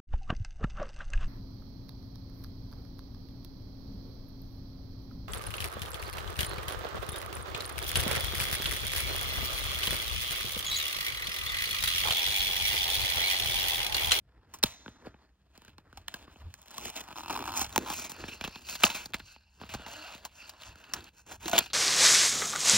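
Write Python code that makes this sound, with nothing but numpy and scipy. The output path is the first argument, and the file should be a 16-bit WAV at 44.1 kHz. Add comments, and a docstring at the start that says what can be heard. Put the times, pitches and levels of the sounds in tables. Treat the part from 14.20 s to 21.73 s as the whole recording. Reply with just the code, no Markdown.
"""A small furnished room: on the carpet, a hand's width from a phone, fingers peel a plastic blister off
its cardboard backing. Glue line and plastic let go in snaps and creaks that run through the sheets as
bending waves, treble first; the card rings under the hardest snaps. Fibres and skin rustle, skin squeaks
and the opened blister sings when rubbed. The phone thuds faintly in the hand, and the room answers."""
import sys
import numpy as np
from scipy import signal
from scipy.fft import rfft, irfft, next_fast_len
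from scipy.io import wavfile
from scipy.ndimage import uniform_filter1d

SR = 44100
rng = np.random.default_rng(int(sys.argv[2]) if len(sys.argv) > 2 else 0)


def dump_mix(stems):
    """Bounce the given channels to the path in sys.argv[1] as a 16-bit WAV at rate SR."""
    frames = np.atleast_2d(stems).T  # one column per channel
    limited = np.clip(frames, -1, 1)  # hard clip at full scale
    pcm = np.round(limited * 32767).astype(np.int16)
    wavfile.write(sys.argv[1], SR, pcm)


N = 332205
HOP = 32  # samples per step of a power envelope


def undb(db):
    """dB to gain."""
    return 10 ** (np.asarray(db) / 20)


def unit(x):
    """Scale to rms 1."""
    return x / np.sqrt(np.mean(x ** 2))


def on_log(hz, table):
    """Read (f/Hz, value) rows on a log-frequency axis."""
    table_hz, values = np.transpose(table)
    return np.interp(np.log(hz + 1), np.log(table_hz + 1), values)


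def curves(table):
    """Columns of a (t/s, ...) table, one value per sample."""
    times_s, *columns = np.transpose(table)
    return [np.interp(np.arange(N) / SR, times_s, column) for column in columns]


def shaped(x, response):
    """Filter by a complex response of frequency."""
    size = next_fast_len(x.shape[-1] + 8192)
    return irfft(rfft(x, size) * response(np.fft.rfftfreq(size, 1 / SR)), size)[..., :x.shape[-1]]


def ring(hz, centre_hz, width_hz):
    """Resonance with gain 1 at its centre."""
    return 1j * hz * width_hz / (centre_hz ** 2 - hz ** 2 + 1j * hz * width_hz)


def registers(hz, edges_hz):
    """Smooth split of the spectrum at the given edges."""
    below = [0] + [1 / (1 + (hz / edge) ** 8) for edge in edges_hz] + [1]
    return [upper - lower for lower, upper in zip(below, below[1:])]


def flutter(rate_hz):
    """Random levels joined by ramps."""
    hold = int(SR / rate_hz)
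    return uniform_filter1d(np.repeat(rng.standard_normal(N // hold + 1), hold), hold)[:N]


def after(s):
    """0 before time s, then a 20 ms ramp to 1."""
    return np.clip((np.arange(N) / SR - s) / .02, 0, 1)


def swell(s, hold_s, rise_db_s, fall_db_s):
    """Power per hop: climbs to 1 at time s, holds, dies away, straight in dB."""
    t = np.arange(0, N, HOP) / SR
    return undb(-2 * (rise_db_s * np.maximum(s - t, 0) + fall_db_s * np.maximum(t - s - hold_s, 0)))


def to_gain(power):
    """Power per hop to gain per sample."""
    return np.interp(np.arange(N), np.arange(0, N, HOP), np.sqrt(power))


def add(out, s, sound):
    """Mix in at time s, early by half the bending wave's travel time."""
    start = max(int((s - BEND_MS / 2000) * SR), 0)
    out[start:start + len(sound)] += sound[:len(out) - start]


# Room noise spectrum: f/Hz, relative level/dB
AIR_SPECTRUM = [(18, -45.5), (30, -18), (64, 2), (93, -24.5), (199, -14), (252, -36), (287, -25.5),
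                (461, -36), (16000, -56)]

def air(level_db=-69.5):
    """The quiet of the room: bass alike in both microphone ports, treble apart."""
    noise = rng.standard_normal((2, N))
    mid, side = shaped(noise, lambda hz: undb(on_log(hz, AIR_SPECTRUM)) * [hz ** 0, hz / (hz + 900)])
    return undb(level_db) * unit(mid + side * np.array([[1], [-1]]))


# Room decay: f/Hz, T60/s
ROOM_DECAY = [(200, 0.12), (1000, 0.12), (4000, 0.15), (12000, 0.36)]

def room(x, level_db=-37.5, onset_ms=1, size=22050):
    """Reflections: a decaying noise tail for each port, treble lasting longest."""
    t, tail = np.arange(size) / SR, 0
    for centre_hz in 125 * 2. ** np.arange(8):
        noise = shaped(rng.standard_normal((2, size)), lambda hz: ring(hz, centre_hz, centre_hz) ** 2)
        noise += (noise.mean(axis=0) - noise) * min(700 / centre_hz, 1.)  # long waves reach both alike
        tail = tail + noise * undb(-60 * t / on_log(centre_hz, ROOM_DECAY))
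    tail *= 1 - np.exp(-(t * 1000 / onset_ms) ** 2)
    tail /= np.sqrt(np.sum(tail ** 2) / 2)
    return undb(level_db) * signal.fftconvolve(x[None], tail, axes=1)[:, :N]


# Port balance, before and after the pack slides: f/Hz, left minus right/dB
BALANCES = [(60, 0.0), (110, 0.0), (200, 0.0), (380, 0.0), (700, 2.0), (1290, 0.0), (2380, -1.0),
            (4400, -1.5), (8120, 0.0), (15000, 0.0)], [(60, 0.0), (110, -0.5), (200, -0.5), (380, -1.0),
            (700, 1.0), (1290, -1.0), (2380, -2.0), (4400, 1.0), (8120, 0.0), (15000, 0.0)]
# Port phase, likewise: f/Hz, left lead/rad
PHASES = ([(60, -.2), (250, -.6), (1000, -.6), (2400, -.4), (3800, -2.1), (4700, -2.2), (5700, 2.2),
          (8300, 2.6), (11600, 3.5), (15500, 4.8)], [(60, -.2), (250, -.5), (1000, -.6), (2500, -.5),
          (3050, -1.5), (3500, -.5), (5300, -.3), (5900, 1.5), (8300, 2.6), (11600, 3.5), (15500, 4.8)])

def ports(x, slide_s=3.5):
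    """Two ports hear the pack with a balance and phase that change as it slides aside."""
    out, side, moved = 0, np.array([[.5], [-.5]]), after(slide_s)
    for share, balance, phase in zip((1 - moved, moved), BALANCES, PHASES):
        out += shaped(x * share,
                      lambda hz: undb(side * on_log(hz, balance)) * np.exp(1j * side * on_log(hz, phase)))
    return out


# Resting fingers: t/s, relative rustle/dB, tilt/(dB/register), phone tremor/dB
RESTING_GRIP = [(0, -83, -8, -61), (.14, -68, -8.5, -63.5), (.3, -72, -9, -64), (.6, -60.5, -4.5, -71),
                (.8, -65, -8.5, -72), (1.2, -76, -4.5, -72.5), (1.5, -71, -9.5, -63), (2.1, -61.5, -5, -64),
                (2.45, -61.5, 3.5, -80.5), (2.75, -54.5, -3.5, -70.5), (3.3, -48, 3.5, -50.5),
                (3.95, -51.5, -5, -63.5), (4.42, -59, -3, -63), (4.9, -64.5, -3.5, -62.5),
                (5.2, -68.5, 2.5, -71), (5.38, -72.5, 6, -81), (5.6, -51, -1.5, -59),
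                (6.1, -62.5, 0.5, -68), (6.6, -59, -5.5, -71.5), (7.04, -83.5, -14.5, -67.5),
                (7.19, -75, .3, -56.5), (7.53, -78, -1, -64)]
# Hand thuds on the phone: t/s, level/dB
HAND_THUDS = [(.45, -50.5), (.71, -57), (0.901, -56), (1.64, -66.5), (1.78, -54.5), (2.23, -67),
              (2.272, -44.5), (2.32, -60), (2.66, -52), (3.45, -54.5), (3.58, -56.5), (4.03, -47.5),
              (4.25, -51), (4.53, -57), (4.65, -54.5), (4.96, -54), (5.03, -56.5), (5.43, -53),
              (5.56, -48.5), (6.5, -53), (6.771, -50.5), (7.38, -64)]

def handling():
    """Low tremor and thuds that the hand passes to the case, alike in both ports."""
    rumble = shaped(rng.standard_normal(N), lambda hz: ring(hz, 71, 64) ** 2)
    *_, tremor_db = curves(RESTING_GRIP)
    thuds = sum(undb(2 * db) * swell(s, 0, rise_db_s=217.5, fall_db_s=191.5) for s, db in HAND_THUDS)
    return to_gain(undb(2 * tremor_db[::HOP]) + thuds) * unit(rumble)


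# Finger stops: start/s, end/s, gain/dB
FINGER_STOPS = [(2.94, 2.964, -9), (3.012, 3.029, -5), (5.191, 5.401, -3.5), (6.898, 6.935, -6.5),
                (7.023, 7.065, -11.5), (7.167, 7.198, -9.5)]

def pauses(edge_s=0.009):
    """Gain that drops while the fingers are still."""
    t = np.arange(N) / SR
    return undb(sum(db * np.clip(np.minimum(t - start, end - t) / edge_s + .5, 0, 1)
                    for start, end, db in FINGER_STOPS))


# Rubbing and tearing: t/s, hold/s, relative level/dB, tilt/(dB/register), extra card flex/dB
RUB_STROKES = [(0.347, 0.017, -56, -1, 6), (0.69, 0.0079, -57.5, -8, -3), (0.859, 0.0037, -51.5, -7, 2),
               (1.015, 0.026, -65.5, -8, -2.5), (1.361, 0.14, -59, -1, 1), (1.585, 0.015, -68, -3.5, -2.5),
               (1.753, 0.042, -58.5, 0.5, 0), (1.912, 0.11, -56, -0.5, 4), (2.112, 0.088, -62.5, 1, -14),
               (2.513, 0.18, -50.5, 1.5, 4), (2.625, 0.051, -48, 6, 20), (2.763, 0.043, -47.5, 6.5, 14.5),
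               (2.89, 0.015, -53, 3, -10), (2.974, 0.0063, -48.5, 7, -5), (3.121, 0.011, -41.5, 2.5, 13),
               (3.161, 0.06, -60.5, -12, 12), (3.386, 0.032, -41, 9.5, 11), (3.599, 0.049, -55.5, -12, 7),
               (3.694, 0.16, -46.5, 8, 12.5), (4.008, 0.008, -45.5, 2, 13.5),
               (4.092, 0.064, -50.5, 3.5, 14.5), (4.239, 0.019, -44.5, -3, 1.5), (4.349, .015, -50.5, 2, 1),
               (4.499, 0.032, -45.5, 7, 9), (4.611, 0.22, -47, 6, 11), (4.952, 0.0034, -55.5, -4, 4),
               (5.052, 0.076, -65, 9.5, -9), (5.429, 0.0052, -54, -1.5, 7), (5.53, 0.024, -52.5, 0, -13),
               (5.685, 0.26, -48.5, 1.5, 1), (6.045, 0.0042, -55, -7, -1.5), (6.17, 0.13, -59.5, 4.5, -5.5),
               (6.416, 0.061, -50, 1, -9), (6.502, 0.22, -60, 2.2, -9), (6.758, 0.035, -50, -0.5, 10),
               (6.836, 0.05, -60, 3, 8), (6.981, 0.02, -61, 6.5, -11), (7.119, 0.011, -41, 3, 8.5),
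               (7.245, 0.044, -43.5, 4, 4.5), (7.334, 0.038, -36.5, 3, -5), (7.363, 0.024, -33, -4.5, 1),
               (7.41, 0.021, -53, 10, -.3), (7.51, .015, -78, 10, -4), (7.53, .02, -64, -10.5, 3)]
REGISTER_DB = (-13, -4.5, -4.5, -6.5)  # card flex, card scrape, plastic scrape, fibre hiss

def rubbing(settle_db=-32, settle_tilt_db=2.5):
    """Gains of the four registers: grip, strokes and the settling after each snap add as powers."""
    step = np.arange(4)[:, None] - 1.5
    is_flex = step < -1
    grip_db, grip_tilt_db, _ = curves(RESTING_GRIP)
    power = undb(2 * (grip_db[::HOP] + step * grip_tilt_db[::HOP]))
    for s, hold_s, db, tilt_db, flex_db in RUB_STROKES:
        stroke = swell(s, hold_s, rise_db_s=302, fall_db_s=348.5)
        power += undb(2 * (db + step * tilt_db + is_flex * flex_db)) * stroke
    for s, db, *_ in PEEL_SNAPS:
        settling = swell(s, 0, rise_db_s=4200, fall_db_s=200)
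        power += undb(2 * (db + settle_db + step * settle_tilt_db)) * settling
    return [undb(db) * to_gain(p) * pauses() for db, p in zip(REGISTER_DB, power)]


def sheets(hz, modes):
    """Modal response of the sheets; bending waves travel as the root of frequency, so bass comes late."""
    body = sum(undb(db) * ring(hz, centre_hz, width_hz) for centre_hz, width_hz, db in modes)
    lag_cycles = 2 * BEND_MS / 1000 * np.sqrt(1000 * hz)
    return body * np.exp(-2j * np.pi * lag_cycles)


def grains(per_s, spread_db):
    """Random tiny breaks, many small and a few large."""
    chance, sign, size = rng.random((3, N))
    size_db = np.minimum(-spread_db * np.log(1 - size), 14)
    return (chance < per_s / SR) * np.sign(sign - .5) * undb(size_db)


# Joint modes of card and blister: f/Hz, width/Hz, level/dB
PACK_MODES = [(295, 170, -8.5), (456, 230, -12.5), (648, 180, 4), (905, 520, 4.5), (1312, 550, -1),
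              (1620, 330, -3.5), (2650, 1300, -0.5), (3340, 1600, -3), (3960, 530, -10), (4334, 330, -2.5),
              (5600, 1900, -12.5), (6640, 2800, 1.5), (8200, 15000, -5.5), (10800, 1600, -4.5),
              (11400, 6700, -25)]
BEND_MS = 1.3  # travel time of a 1 kHz bending wave to the free edge

def rustle(gains, pressure_db=3, swell_db=3):
    """Fibres part and skin drags: patter over hiss; each mode swells and fades as the grip shifts."""
    patter = unit(grains(per_s=1200, spread_db=3.5))
    pressure = undb(pressure_db * flutter(70))
    bands = np.zeros((4, N))
    for mode in PACK_MODES:
        centre_hz, width_hz, _ = mode
        register = np.searchsorted((600, 1900, 5500), centre_hz)
        drive = (patter + .7 * rng.standard_normal(N)) * pressure * undb(swell_db * flutter(16))
        bands[register] += shaped(drive, lambda hz: sheets(hz, [mode]) * ring(hz, centre_hz, 1.8 * width_hz))
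    return sum(gain * unit(band) for gain, band in zip(gains, bands))


# Cavity of the wide-open blister: f/Hz, width/Hz, relative level/dB
CAVITY_MODES = [(921, 300, -8), (1500, 420, -4), (2720, 400, -0.5), (4410, 800, -6), (5400, 800, -13.5)]
# Cavity strength: t/s, level re plastic scrape/dB, tilt/(dB/octave)
CAVITY_LEVELS = [(2.3, -13, -2), (2.6, -16, -15.5), (3.1, -5, -4), (3.45, -10.5, -7.5), (3.8, -9.5, 6.5),
                 (4.3, -4, 7), (4.8, -4, -2), (5.1, -1, 6.5), (5.3, 2, 1.5), (5.6, -2, -1),
                 (5.9, -1.5, 0.5), (6.1, -13, 2.5), (6.22, 4.5, 3.5), (6.36, -6, 1), (6.65, -1, -2),
                 (7.0, -0.5, -1), (7.15, -12.5, -9.5), (7.45, -1.5, 5)]

def hollow(scrape, shut_pitch=.93, opens_s=3.9, drift=.025, patchy_db=3.5):
    """The rubbed blister sings in noise bands that wander as it bends and sit lower until pulled wide."""
    out, (level_db, tilt_db) = 0, curves(CAVITY_LEVELS)
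    pitch = shut_pitch + (1 - shut_pitch) * after(opens_s)
    skin_catch = undb(2 * flutter(150))
    for centre_hz, width_hz, db in CAVITY_MODES:
        slow = shaped(rng.standard_normal((2, N)), lambda hz: 1 / (1 + (2 * hz / width_hz) ** 2))
        phase = 2 * np.pi * np.cumsum(centre_hz * (pitch + drift * flutter(12))) / SR
        band = unit(slow[0] * np.cos(phase) + slow[1] * np.sin(phase))
        out += band * undb(db + tilt_db * np.log2(centre_hz / 2000) + patchy_db * flutter(30))
    return out * undb(level_db) * scrape * skin_catch


# Flap hiss spectrum: f/Hz, relative level/dB
FLAP_SPECTRUM = [(300, -10), (650, -4.5), (1400, -7), (2130, 0), (2800, -15.5), (3700, 6), (4600, -3),
                 (5200, -6.5), (6200, 4), (7400, -5), (8500, -20), (15000, -36.5)]

def flap(start_s=.445, level_db=-49.5):
    """A freed flap drags back after the first loud snap: a smooth hiss that fades evenly."""
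    hiss = unit(shaped(rng.standard_normal(N), lambda hz: undb(on_log(hz, FLAP_SPECTRUM))))
    return hiss * undb(level_db) * to_gain(swell(start_s, 0, rise_db_s=4000, fall_db_s=62.5))


# Skin squeaks: t/s, length/s, start f/Hz, end f/Hz, level/dB
SKIN_SQUEAKS = [(5.692, 0.041, 647, 720, -60), (5.75, 0.093, 310, 299, -55.5),
                (5.836, 0.031, 604, 807, -46.5), (5.883, 0.034, 763, 880, -70)]

def squeaks(octave_db=-1, wobble_depth=0.0193):
    """Skin on plastic: short gliding tones with an octave, unsteady in pitch and strength."""
    out, t = np.zeros(N), np.arange(N) / SR
    wobble = 1 + wobble_depth * flutter(200)
    for s, length_s, from_hz, to_hz, db in SKIN_SQUEAKS:
        along = np.clip((t - s) / length_s, 0, 1)
        phase = 2 * np.pi * np.cumsum((from_hz + (to_hz - from_hz) * along) * wobble) / SR
        arch = np.sqrt(np.abs(np.sin(np.pi * along))) * (along < 1)
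        out += undb(db) * arch * (np.sin(phase) + undb(octave_db) * np.sin(2 * phase))
    return out * undb(3 * flutter(90))


# Single slips of the glue line: t/s, peak/dB
GLUE_SLIPS = [(2.958, -31), (2.965, -30), (2.976, -30.5), (2.984, -28.5), (2.994, -32), (3.007, -30),
              (3.034, -30), (3.047, -34), (3.06, -28.5), (3.081, -27), (3.153, -24), (3.157, -27),
              (3.161, -22), (3.163, -24.5), (3.175, -23.5), (3.191, -25), (3.205, -25), (3.225, -25.5),
              (3.24, -28), (3.256, -24), (3.277, -22.5), (3.319, -29), (3.328, -29), (3.339, -23.5)]
# Fast runs of slips: start/s, end/s, rate/Hz, peak/dB
SLIP_RUNS = [(2.87, 2.93, 124, -39), (3.092, 3.118, 218, -23.5), (3.124, 3.148, 312, -36.5),
             (3.279, 3.309, 176, -25), (3.342, 3.404, 220, -30), (3.658, 3.73, 310, -32)]
# Modes of the taut blister: f/Hz, width/Hz, level/dB
TAUT_MODES = [(313, 38, 3), (930, 160, 7.5), (1197, 85, 1), (2460, 460, -6.5), (3350, 490, -16),
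              (4710, 190, -16.5), (8530, 3700, -18)]

def creak(fray_ms=2, detune=0.079, size=2048):
    """Stick and slip: each slip kicks the taut blister at a slightly different pitch and frays fibres."""
    out, hz, slips = np.zeros(N), np.fft.rfftfreq(size, 1 / SR), list(GLUE_SLIPS)
    for start, end, per_s, db in SLIP_RUNS:
        gap_jitter, level_jitter = rng.standard_normal((64, 2)).T
        times = start + np.cumsum(np.exp(.25 * gap_jitter)) / per_s
        slips += [(s, db + 2 * jitter) for s, jitter in zip(times, level_jitter) if s < end]
    clean, frayed = registers(hz, (1900,))
    fade = unit(np.exp(-np.arange(size) / SR * 1000 / fray_ms))
    for s, db in slips:
        noise = rng.standard_normal(size)
        fray = rfft(fade * noise) / np.sqrt(size)
        body = sheets(hz * np.exp(detune * noise[-1]), TAUT_MODES)
        kick = irfft(body * (clean + frayed * fray))
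        add(out, s, undb(db) * kick / np.abs(kick).max())
    return out


# Card rings and one hand thud (2.255 s): t/s, level/dB, f/Hz, T60/s
RINGS_AND_THUD = [(.438, -24.5, 615, 0.019), (0.438, -21.5, 1300, 0.015), (.444, -29.5, 104.3, 0.071),
                  (2.255, -38, 80.3, 0.2), (3.562, -18, 885, 0.024), (3.58, -14, 797, 0.015),
                  (3.581, -25.5, 332, 0.049), (4.638, -11.5, 1243, 0.028), (7.258, -33.5, 333, 0.13),
                  (7.281, -36.5, 700, 0.2), (7.332, -31.5, 334.5, 0.073), (7.334, -23, 675, 0.16),
                  (7.334, -25, 1483, 0.078), (7.381, -21, 3250, .04)]

def booms(size=4096):
    """Damped sines: the card rings under the hardest snaps, and the hand gives the phone one deep thud."""
    out, t = np.zeros(N), np.arange(size) / SR
    for s, db, hz, t60_s in RINGS_AND_THUD:
        add(out, s, undb(db - 60 * t / t60_s) * np.sin(2 * np.pi * hz * t))
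    return out


def crackles(scrape, count=90, start_s=2.4, end_s=5.0, over_scrape_db=10, spread_db=1.5):
    """Tearing sets off small snaps at random times; they follow the scrape, each on a random mode."""
    thump_db, crack_db, burst_ms, cap_db = -15.5, 4.5, 1.5, -30
    rows = []
    for when, size, mode in rng.random((count, 3)):
        s = start_s + when * (end_s - start_s)
        db = 20 * np.log10(scrape[int(s * SR)]) + over_scrape_db - spread_db * np.log(1 - size)
        ring_hz = PACK_MODES[2 + int(8 * mode)][0]
        rows.append((s, min(db, cap_db), ring_hz, thump_db, crack_db, burst_ms))
    return snaps(rows)


# Glue and plastic letting go: t/s, mid peak/dB, ring f/Hz, thump re mid/dB, crack re mid/dB, burst/ms
PEEL_SNAPS = [(0.338, -38.5, 1090, -21, 5.5, 12), (0.345, -41, 990, -13, -33, 3.3),
              (0.387, -55.5, 1410, -15, 14, 3.2), (0.4288, -21, 5200, -39, 0, 7.2),
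              (0.437, -5, 3970, -17.5, -1, 1.85), (0.438, -22.5, 5200, -31, -3.5, 2.8),
              (0.661, -32.5, 1500, -8, -24, 1.1), (0.68, -31, 920, -7.5, -28, 1),
              (0.869, -37.5, 742, 5.5, -64, 0.24), (0.942, -47, 840, -2.5, -41, 2.5),
              (1.377, -48, 770, -3, 8, 1.33), (1.419, -46.5, 1000, -9, 0, 1.4),
              (1.449, -48, 1500, -8.5, 4, 1.7), (1.48, -43.5, 1570, -6.5, -6, 2.4),
              (1.582, -40.5, 856, -10, -8.5, 2.6), (1.728, -42.5, 1500, -9, -9, 1.6),
              (1.773, -35.5, 820, -20, -1.5, 5), (1.882, -23, 1910, -34, -0.5, 1.24),
              (1.941, -25.5, 1630, -16.5, -2, 3.6), (2.077, -46.5, 1130, -4, -42, 4.2),
              (2.159, -43, 755, -6.5, -37, 0.7), (2.34, -39, 1610, -36, 8, 1.4),
              (2.417, -53.5, 2970, -30, 17, 1.5), (2.512, -44.5, 1640, -17, 10, 3.5),
              (2.581, -30, 1100, -14, 7.5, 1.9), (2.656, -31, 860, -12, 5, 1.9),
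              (2.7, -36, 2620, -28, 7, 3.9), (2.757, -40, 720, -15, 5, 16),
              (2.885, -45, 918, -10, -14, 3.9), (2.927, -38.5, 950, -10, -7, 2.7),
              (3.101, -39, 937, -8, -19, 0.99), (3.374, -35, 865, -14, 18, 2.6),
              (3.394, -35.5, 1030, -18, 20, 1.8), (3.412, -27, 3030, -13, 5, 3.2),
              (3.415, -23.5, 760, -12, 5.5, 4.8), (3.444, -30.5, 850, -17, 3, 6),
              (3.56, -15.5, 1007, -22, 3, 2), (3.579, -14, 856, -11.5, 8.5, 0.47),
              (3.701, -25, 818, -14, 2, 4), (3.738, -32, 2670, -26, 6, 5.4),
              (3.796, -32.5, 2457, -14.5, 7, 5.5), (3.895, -38, 887, -9.5, 6.5, 20),
              (3.918, -33.5, 883, -11.5, 7, 1.3), (4.039, -27.5, 1650, -8.5, -40, 1.5),
              (4.082, -33, 2560, -8, -6, 13), (4.12, -34.5, 2700, -14, -8, 5),
              (4.211, -25, 2500, -13, -8, 2.8), (4.24, -23, 1050, -21, -5, 2.7),
              (4.246, -25.5, 2710, -10, -7, 7.5), (4.276, -29.5, 1180, -6.5, -4, 3),
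              (4.358, -30.5, 890, -13, -12, 1.3), (4.488, -27.5, 2560, -32, -6, 2.2),
              (4.553, -30, 4660, -21, 2, 6), (4.621, -28, 2600, -30, -13, 19),
              (4.635, -8.5, 2450, -24, 1, 4.5), (4.64, 0, 2610, -20.5, -27, 0.55),
              (4.65, -23, 4800, -17, 12, 6), (4.667, -18, 1490, -37, -10, 1.2),
              (4.701, -22.5, 2820, -21, -5, 3.7), (4.747, -29.5, 2300, -12.5, 0, 32),
              (4.804, -35.5, 2390, -18, -16, 1.6), (4.858, -29.5, 4580, -16.5, 1, 3),
              (4.936, -25.5, 2630, -37, -3, 0.54), (4.942, -21, 2180, -13.5, -5, 4.4),
              (4.999, -36, 1530, -11.5, -10, 4.2), (5.162, -44.5, 886, -13, -14, 1.5),
              (5.4, -46.5, 900, -13.5, -19, 1.6), (5.414, -33, 885, -8.5, -14, 1.9),
              (5.435, -35.5, 930, -7, -27, 2.4), (5.491, -36.5, 2500, -13, -2.5, 31),
              (5.538, -29, 1020, -11.5, -0.5, 9.7), (5.547, -30, 820, -4.5, -3, 3.8),
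              (5.595, -42, 900, -1.5, -20, 1.4), (5.663, -31.5, 940, -14.5, -9.5, 7),
              (5.949, -40, 2670, -6.5, 3, 2.1), (5.98, -48, 2080, -12, 0, 1.8),
              (6.05, -31.5, 925, -24, 4.5, 7.9), (6.225, -42, 1620, -16.5, -11, 2.6),
              (6.294, -36, 4900, -45, 3.5, 5.1), (6.42, -39.5, 4600, -27, -1, 2.4),
              (6.434, -34, 2720, -39, -3.5, 2.9), (6.556, -41.5, 1440, -13, -6, 3.5),
              (6.64, -39.5, 2570, -34, -9, 2.9), (6.736, -20.5, 5750, -30.5, 4, 5.3),
              (6.806, -42, 3920, -24, -6, 3.4), (6.842, -45.5, 4500, -29.5, 8, 1.5),
              (7.258, -27, 850, -10, -4, 3.5), (7.28, -23, 690, -34, 1, 4.7),
              (7.296, -31.5, 710, -10, 9, 2.9), (7.314, -29, 2570, -29, 6, 4),
              (7.332, -18, 660, -9.5, -0.5, 0.63), (7.335, -23, 3200, -34, -21, 11),
              (7.38, -10.5, 3260, -24.5, 3.5, 3.9), (7.388, -17, 690, -25, 16.5, 1.6),
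              (7.407, -28, 620, -10.5, -5, 1.5), (7.441, -39, 4370, -25, -7, 2),
              (7.46, -33, 3860, -35, -5, 5), (7.465, -38, 2600, -31, -10, 2.7),
              (7.501, -38.5, 3760, -18, -11, 11)]

def snaps(rows, rise_ms=0.16, ring_db=9, dulling=0.093, thump_lag_ms=3, size=4096):
    """A dying volley of breaks rings the pack and cracks in the treble; the card bends once and thumps."""
    out, t_ms, hz = np.zeros(N), np.arange(size) / SR * 1000, np.fft.rfftfreq(size, 1 / SR)
    body = sheets(hz, PACK_MODES)
    # The card's slower wave slides the thump down in pitch, onto a low ring.
    sag = np.exp(-2j * np.pi * thump_lag_ms / 1000 * (2 * np.sqrt(1000 * hz) - hz))
    sag *= 1 + undb(1) * ring(hz, 215, 100)
    for s, db, ring_hz, thump_db, crack_db, burst_ms in rows:
        breaks, spread = rng.standard_normal((2, size))
        fade = np.exp(-t_ms / burst_ms) * (1 - np.exp(-t_ms / rise_ms))
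        volley = rfft(breaks * undb(2 * spread) * fade)
        own_ring = 1 + undb(ring_db) * ring(hz, ring_hz, 0.14 * ring_hz)
        top_hz = 5000 * undb(dulling * min(crack_db, 0))  # a weak crack also dulls the mid register
        low, middle, high = (band * body for band in registers(hz, (600, top_hz)))
        mid = irfft(volley * middle * own_ring)
        thump = irfft(rfft(fade) * low * sag)
        crack = irfft(volley * high)
        for part, part_db in ((mid, 0), (thump, thump_db), (crack, crack_db)):
            add(out, s, undb(db + part_db) * part / np.abs(part).max())
    return out


def scene():
    """The pack at the ports and through the room, over handling and air."""
    gains = rubbing()
    plastic_scrape = gains[2]
    near = snaps(PEEL_SNAPS) + booms() + creak() + rustle(gains)
    near += hollow(plastic_scrape) + flap() + crackles(plastic_scrape) + squeaks()
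    return ports(near) + room(near) + handling() + air()


def record(dry):
    """The loudest peaks are softly limited and the top treble is cut."""
    ceiling, top_hz = .88, 15700
    lowpass = signal.ellip(8, .2, 80, top_hz, fs=SR, output="sos")
    return ceiling * signal.sosfilt(lowpass, np.tanh(dry / ceiling))


dry = scene()
out = record(dry)
dump_mix(out)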